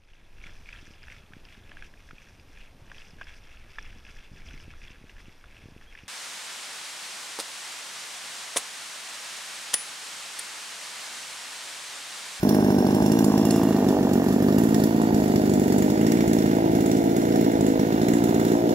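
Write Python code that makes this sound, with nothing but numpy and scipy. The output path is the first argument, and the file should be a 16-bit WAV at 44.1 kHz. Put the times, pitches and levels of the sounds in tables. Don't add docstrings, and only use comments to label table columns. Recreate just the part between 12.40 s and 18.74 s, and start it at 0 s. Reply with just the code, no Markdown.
import sys
import numpy as np
from scipy import signal
from scipy.fft import rfft, irfft, next_fast_len
from scipy.io import wavfile

SR = 44100
rng = np.random.default_rng(int(sys.argv[2]) if len(sys.argv) > 2 else 0)


def waveform_to_disk(signal):
    frames = np.transpose(np.atleast_2d(signal))
    scaled = np.clip(frames, -1, 1) * 32767
    samples = np.round(scaled).astype(np.int16)
    wavfile.write(sys.argv[1], SR, samples)


def gain_from_db(level_db):
    decades = np.asarray(level_db, float) / 20
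    return 10 ** decades


N = 279594
TIME = np.arange(N) / SR
WEAK_DB = -39


def level(x, db):
    return x * gain_from_db(db) / np.sqrt(np.mean(x ** 2))


def colour(x, points):
    hz, db = np.transpose(points)
    size = next_fast_len(N)
    axis = np.log(np.arange(size // 2 + 1) * SR / size + 1)
    gain = gain_from_db(np.interp(axis, np.log(hz), db))
    return irfft(rfft(x, size) * gain, size)[..., :N]


def band(x, hz, width):
    return signal.lfilter(*signal.iirpeak(hz, hz / width, SR), x)


def impulses(s, size):
    at = np.clip(s * SR, 0, N - 2)
    i, out = at.astype(int), np.zeros(N)
    np.add.at(out, i, size * (i + 1 - at))
    np.add.at(out, i + 1, size * (at - i))
    return out


def burst(clicks, rise_ms, fall_ms):
    ms = np.arange(SR // 5) * 1e3 / SR
    shape = (1 - np.exp(-ms / rise_ms)) ** 2 * np.exp(-ms / fall_ms)
    return np.abs(signal.fftconvolve(clicks, shape / shape.max())[:N])


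# (time [s], relative crack level [dB])
FIRING_TIMES = [(-0.0117, -40), (0.0294, -33), (0.0888, -26), (0.1452, -33), (0.208, -44), (0.2436, -37),
                (0.3027, -36), (0.3827, -35), (0.4657, -37), (0.508, -44), (0.5455, -32), (0.621, -36),
                (0.6595, -32), (0.7165, -30), (0.7873, -30), (0.8422, -32), (0.923, -41), (0.9755, -34),
                (1.05, -29), (1.1059, -27), (1.1589, -34), (1.2318, -34), (1.288, -42), (1.327, -44),
                (1.366, -41), (1.448, -44), (1.4842, -35), (1.632, -43), (1.694, -44), (1.732, -35),
                (1.848, -41), (1.8836, -36), (1.9245, -41), (2.0227, -35), (2.0838, -37), (2.1233, -37),
                (2.1815, -29), (2.2339, -36), (2.288, -40), (2.342, -32), (2.4, -40), (2.4356, -28),
                (2.56, -41), (2.618, -41), (2.7428, -35), (2.799, -40), (2.834, -41), (2.876, -41),
                (2.92, -42), (2.9571, -36), (3.018, -43), (3.053, -41), (3.0941, -36), (3.1347, -32),
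                (3.1947, -36), (3.234, -43), (3.278, -36), (3.3207, -31), (3.3803, -35), (3.4206, -32),
                (3.4993, -35), (3.574, -41), (3.61, -37), (3.6643, -33), (3.7174, -28), (3.769, -41),
                (3.8047, -33), (3.8756, -35), (3.93, -31), (3.984, -37), (4.024, -41), (4.058, -38),
                (4.111, -41), (4.146, -43), (4.312, -44), (4.3497, -33), (4.404, -36), (4.4583, -34),
                (4.5129, -32), (4.567, -36), (4.64, -43), (4.693, -42), (4.7631, -32), (4.813, -40),
                (4.851, -42), (4.885, -43), (4.921, -40), (4.9566, -34), (5.009, -37), (5.044, -38),
                (5.114, -40), (5.2069, -37), (5.2627, -33), (5.393, -37), (5.522, -38), (5.6139, -33),
                (5.6823, -33), (5.7337, -33), (5.8375, -33), (5.89, -38), (5.9426, -36), (5.9955, -35),
                (6.048, -35), (6.085, -41), (6.1166, -36), (6.2903, -36)]
# (time [s], crank speed [turns/s])
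IDLE_SPEED = [(0, 50), (.6, 50.5), (.75, 55), (1.25, 54.5), (1.45, 49), (1.8, 47), (2.1, 51), (2.25, 55.5),
              (2.75, 54.5), (2.9, 51), (3.25, 48), (3.55, 52), (3.7, 56.5), (4.3, 54.5), (4.9, 56.5),
              (5.4, 54), (5.7, 58), (6.34, 57.5)]


def crank(slowing=0.038):
    all_s, all_db = np.transpose(FIRING_TIMES)
    s = all_s[all_db > WEAK_DB]
    clock = np.arange(-SR // 10, N + SR // 10) / SR
    angle = np.cumsum(np.interp(clock, *np.transpose(IDLE_SPEED))) / SR
    at = np.interp(np.append(s, s[-1] + 3 / IDLE_SPEED[-1][1]), clock, angle)
    turns = np.round(np.diff(at)).astype(int)
    owner = np.repeat(np.arange(len(s)), turns)
    since = np.arange(len(owner)) - np.repeat(np.cumsum(turns) - turns, turns)
    part = since / turns[owner]
    turn_angle = at[owner] + np.diff(at)[owner] * part - slowing * 3 * part * (1 - part)
    start = np.interp(turn_angle, angle, clock)
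    early_s, early_ms = 1.938, 6
    start = start - early_ms / 1e3 * (start > early_s) * np.exp(-np.abs(start - early_s) / .05)
    fired = np.abs(start[:, None] - all_s).argmin(axis=0)
    last = np.searchsorted(fired, np.arange(len(start)), "right") - 1
    return start, all_db[last], np.arange(len(start)) - fired[last]


PORT_PUSHES = [(16.8, 0.33, 0.4, 0.17, -0.087), (27.36, -0.093, -0.24, -0.48, -0.24),
               (36.52, 0.14, 0.13, 0.37, 0.33), (95, -0.26, -0.3, -0.094, -0.2),
               (149.5, -0.021, -0.003, -0.14, -0.12)]
# (frequency [Hz], time to fall 60 dB [s], signed strength [share])
MUFFLER_RINGS = [(225, 0.01, 0.59), (211.7, 0.035, -1.443), (358.4, 0.019, 0.89), (674, 0.013, -0.077),
                 (817, 0.015, -0.103), (1690, 0.018, 0.17)]


def exhaust(start, crack_db, k):
    chance = rng.standard_normal((len(start), 2 * len(PORT_PUSHES)))
    leak = rng.random(len(start))
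    weak = crack_db < WEAK_DB
    full = (1.157 - 0.027 * start) * np.where(weak, 0.87, 1)
    floor, leak_turns, scatter = 0.37, 1.7, 0.79
    coast = floor + (1 - floor) * np.exp(-(k - 1) / leak_turns) + scatter * (leak - .5)
    coast = np.clip(coast, 0, 1)
    charged = (np.roll(k, -1) == 0) & (leak > .11 * start)
    left = full * np.where((k > 1) & ~charged, coast, 1)
    pushes = 0
    for j, (degrees, fired, *coasting) in enumerate(PORT_PUSHES):
        fired_push = fired * np.where(weak, 0.72, 1)
        size = np.where(k == 0, fired_push, np.interp(left, [0, .6, 1], coasting))
        when = start + np.gradient(start) * (degrees + .4 * chance[:, 2 * j]) / 360
        pushes = pushes + impulses(when, (when > 0) * size * gain_from_db(0.72 * chance[:, 2 * j + 1]))
    t = TIME[:SR // 10]
    ring = sum(g * np.exp(-np.log(1000) * t / t60) * np.sin(2 * np.pi * hz * t)
               for hz, t60, g in MUFFLER_RINGS)
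    opening = signal.windows.gaussian(121, .2 * SR / 1e3)
    ring = np.convolve(ring, opening / opening.sum())
    gas = signal.fftconvolve(pushes, ring)[60:N + 60] * gain_from_db(0.76)
    throb = np.sin(2 * np.pi * (np.interp(TIME, start, np.arange(len(start))) + 0.45))
    return gas + gain_from_db(-38.5) * throb


# (time [s], peak level before a 4 dB cut [dB])
SHARP_SNAPS = [(0.185, -21), (0.224, -10), (0.424, -18), (0.506, -20), (0.603, -19), (0.939, -12),
               (0.958, -18), (1.424, -14), (1.546, -19), (1.567, -12), (1.669, -17), (1.775, -31),
               (1.981, -21), (2.598, -13), (3.175, -24), (4.184, -10)]


def snaps(start, lag_ms):
    s, db = np.transpose(SHARP_SNAPS)
    every = impulses(start + 0.001955, gain_from_db(-25 + 2.6 * rng.standard_normal(len(start))))
    every = every * gain_from_db(-11 * lag_ms)
    sharp = impulses(s + 0.00206, gain_from_db(db - 4))
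    snap_hz, snap_ms = 822, 0.82
    ms = np.arange(-200, 201) * 1e3 / SR
    crack = np.exp(-(ms / snap_ms) ** 2 / 2) * np.cos(2 * np.pi * snap_hz * ms / 1e3 + 0.69)
    return signal.fftconvolve(every + sharp, crack, "same")


def shell(start):
    hz, width_hz = 700, 184
    chance = rng.standard_normal((len(start), 4)).T
    when = start + 0.00195 + .0002 * chance[0]
    again = when + .0095 + 2 * .0002 * chance[1]
    blows = impulses(when, gain_from_db(3.0 * chance[2])) + impulses(again, gain_from_db(2.6 * chance[3]))
    return level(band(band(blows, hz, 3 * width_hz), hz, width_hz), -39.5)


# (frequency [Hz], width [Hz], level [dB], time faced [s], level gained then [dB])
CASING_RINGS = [(1595, 150, -23, 0.042, 31), (1830, 85, -2.5, 2.33, 17), (2105, 460, -5.5, 3.82, 16.5),
                (1976, 450, -2, 5.71, 14.5), (1180, 67, -20.5, 1.9, 25), (2800, 38, 11, 1.17, 11.5),
                (3505, 120, 11, 12, 7), (4080, 220, -1.5, 5.56, 10), (4580, 26, 0, 3.1, 18),
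                (5340, 63, 9.5, 0.59, 3.5), (5710, 59, 8.5, 0.36, 9.5), (6860, 220, -15, 6.8, 13),
                (10100, 1300, -2, 0.21, 8.5), (13100, 3000, -14, 2.3, 13)]


def metal(x, top_db):
    for hz, width, db, faced, gain_db in CASING_RINGS:
        swell_db = db + gain_db * np.exp(-((TIME - faced) / 1.2) ** 2)
        x = x + gain_from_db(swell_db) * band(x, hz, width)
    return x + (gain_from_db(top_db) - 1) * band(x, 7280, 1060)


# (frequency [Hz], relative level [dB])
CRACK_COLOUR = [(900, 9), (1800, -1), (4270, -0.5), (7040, 7), (8550, 1), (10000, 5), (15500, 8.5)]


def cracks(start, crack_db, k, top_db):
    s, db = start[k == 0], crack_db[k == 0]
    tilt_db = 2.9 * rng.standard_normal((len(s), 4)).T
    hiss = level(metal(colour(rng.standard_normal((2, N)), CRACK_COLOUR), top_db), 0)
    lows = [colour(hiss, [(hz, 0), (1.2 * hz, -40)]) for hz in (3000, 5800, 10500)]
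    parts = np.diff([0 * hiss, *lows, hiss], axis=0)
    out = 0
    for part, own_db in zip(parts, tilt_db):
        shots = impulses(s + 0.001, gain_from_db(db + own_db))
        direct = gain_from_db(2.5) * burst(shots, 1.24, 3.1)
        echo = np.sqrt(gain_from_db(-47.0) * burst(shots, 7.9, 30))
        out = out + part * (direct + echo)
    return out


def knock(start, crack_db, k):
    s, db = start[k == 0], crack_db[k == 0]
    chance = rng.standard_normal((len(s), 2)).T
    last = np.clip(np.searchsorted(s, TIME) - 1, 0, None)
    since = np.maximum(TIME - s[last], 0)
    ping = (1 - np.exp(-since / 0.0012)) * np.exp(-np.log(1000) * since / 0.012)
    hz = 4640 * (1 + 0.043 * chance[0])
    ping_db = db + 6 - 1.5 * s + 4.5 * chance[1]
    return gain_from_db(ping_db)[last] * ping * np.sin(2 * np.pi * hz[last] * since)


def rattle(start, k, top_db, echo_ms):
    db = 1.8 * rng.standard_normal(len(start)) + 4 * (k == 0)
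    knocks = burst(impulses(start - .002, gain_from_db(db)), 2.2, 5.7) + 0.5
    dull = colour(rng.standard_normal(N), [(400, 15), (750, 10.5), (1200, 9.0), (2200, -12.0),
                                           (4000, -13.5), (7000, -19.5), (9500, -39)])
    near = level(metal(knocks * dull, top_db), -34)
    return near + 0.32 * np.interp(TIME - echo_ms / 1e3, TIME, near)


# (time [s], level before each turn's random cut [dB])
PEEP_LEVEL = [(0, -43), (.12, -30), (.27, -38), (.55, -34), (.85, -40), (1.12, -31), (1.3, -46), (1.8, -55)]


def whistle(start):
    turn = np.interp(TIME, start, np.arange(len(start))) + .55
    scatter = rng.random((len(start) + 1, 2)) * (9, 300)
    scatter_db, off_hz = scatter[turn.astype(int)].T
    part = turn % 1 - .5
    tone = np.sin(2 * np.pi * np.cumsum(5110 + off_hz + 1100 * part) / SR)
    peep = gain_from_db(-scatter_db) * np.exp(-(part / .17) ** 2) * tone
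    return gain_from_db(np.interp(TIME, *np.transpose(PEEP_LEVEL))) * peep


def trees(x, t60=.4):
    t = TIME[:int(.4 * SR)]
    tails = rng.standard_normal((2, len(t))) * np.exp(-np.log(1000) * t / t60) * (t > .004)
    drift = 2 * np.pi * 0.307 * TIME
    x = colour(x, [(100, -32), (300, 5.0), (700, 17.0), (1500, -4.0)])
    x = x * np.array([np.cos(drift), np.sin(drift)])
    return signal.fftconvolve(x, tails / np.linalg.norm(tails[0]), axes=1)[:, :N].sum(axis=0)


# (frequency [Hz], relative level [dB])
RAIN_COLOUR = [(700, -56), (1400, 9.5), (4000, 0), (7040, 2), (8450, -6.5), (10500, -1), (15500, 0.5)]


def rain():
    size_db = np.minimum(2.0 * rng.exponential(size=(2, N)), 12)
    falls = rng.random((2, N)) < 1500 / SR
    drops = falls * gain_from_db(size_db) * rng.standard_normal((2, N))
    hiss = rng.standard_normal((2, N))
    return level(colour(level(drops, -0.75) + hiss, RAIN_COLOUR), -40)


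# (time [s], delay of the left ear [ms], exhaust level [dB], brightness around 7 kHz [dB])
PHONE_TURN = [(0, -0.2, 1, -4), (.75, -0.18, 1, 8), (1.5, 0.11, 1, 10.5), (2.25, 0.23, 1.5, 8.5),
              (3.5, 0.32, 2, 12), (5, 0.37, 3.5, 10), (5.75, 0.31, 3, 11.5), (6.34, 0.32, 4.5, 11)]
# (frequency [Hz], gain [dB])
LEFT_EAR_COLOUR = [(100, -1.5), (380, -0.5), (700, -3), (1290, -4), (2380, -4.5), (4400, 1), (8120, -7.5),
                   (15000, -10.5)]


def scene():
    s, *columns = np.transpose(PHONE_TURN)
    lag_ms, near_db, top_db = (np.interp(TIME, s, c) for c in columns)
    start, crack_db, k = crank()
    gas = exhaust(start, crack_db, k) * gain_from_db(near_db)
    bass = colour(gas, [(65, 7.5), (110, 6.5), (220, 9.0), (330, 0.0)])
    gas = gas + (gain_from_db(0.1 - 0.64 * near_db) - 1) * bass
    gas = gas + gain_from_db(-9.5 + 2.5 * near_db) * band(gas, 483.6, 52)
    gas = gas + gain_from_db(near_db) * shell(start)
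    gas = gas + snaps(start, lag_ms)
    echo = gain_from_db(-17) * trees(gas)
    saw = gas + echo + whistle(start) + knock(start, crack_db, k)
    saw = saw + rattle(start, k, top_db, 1.233 + 0.27 * lag_ms)
    saw = saw - 0.35 * band(saw, 527, 59)
    saw = saw - np.clip(1.23 * lag_ms, 0, .9) * band(saw, 1125, 154)
    ears = np.array([np.interp(TIME - side * lag_ms / 2e3, TIME, saw) for side in (1, -1)])
    ears = ears + gain_from_db(-24.5) * trees(gas) * np.array([[1], [-1]])
    both = ears + cracks(start, crack_db, k, top_db) + rain()
    return np.array([colour(both[0], LEFT_EAR_COLOUR), both[1]])


def top_cut(x):
    return signal.sosfilt(signal.butter(12, 17000, fs=SR, output="sos"), x)


def record(dry):
    cut = signal.butter(4, 43, "high", fs=SR, output="sos")
    top = signal.ellip(10, .2, 40, 15750, fs=SR, output="sos")
    without_bass = signal.sosfiltfilt(cut, dry)
    finished = signal.sosfilt(top, without_bass)
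    return top_cut(finished)


dry = scene()
out = record(dry)
waveform_to_disk(out)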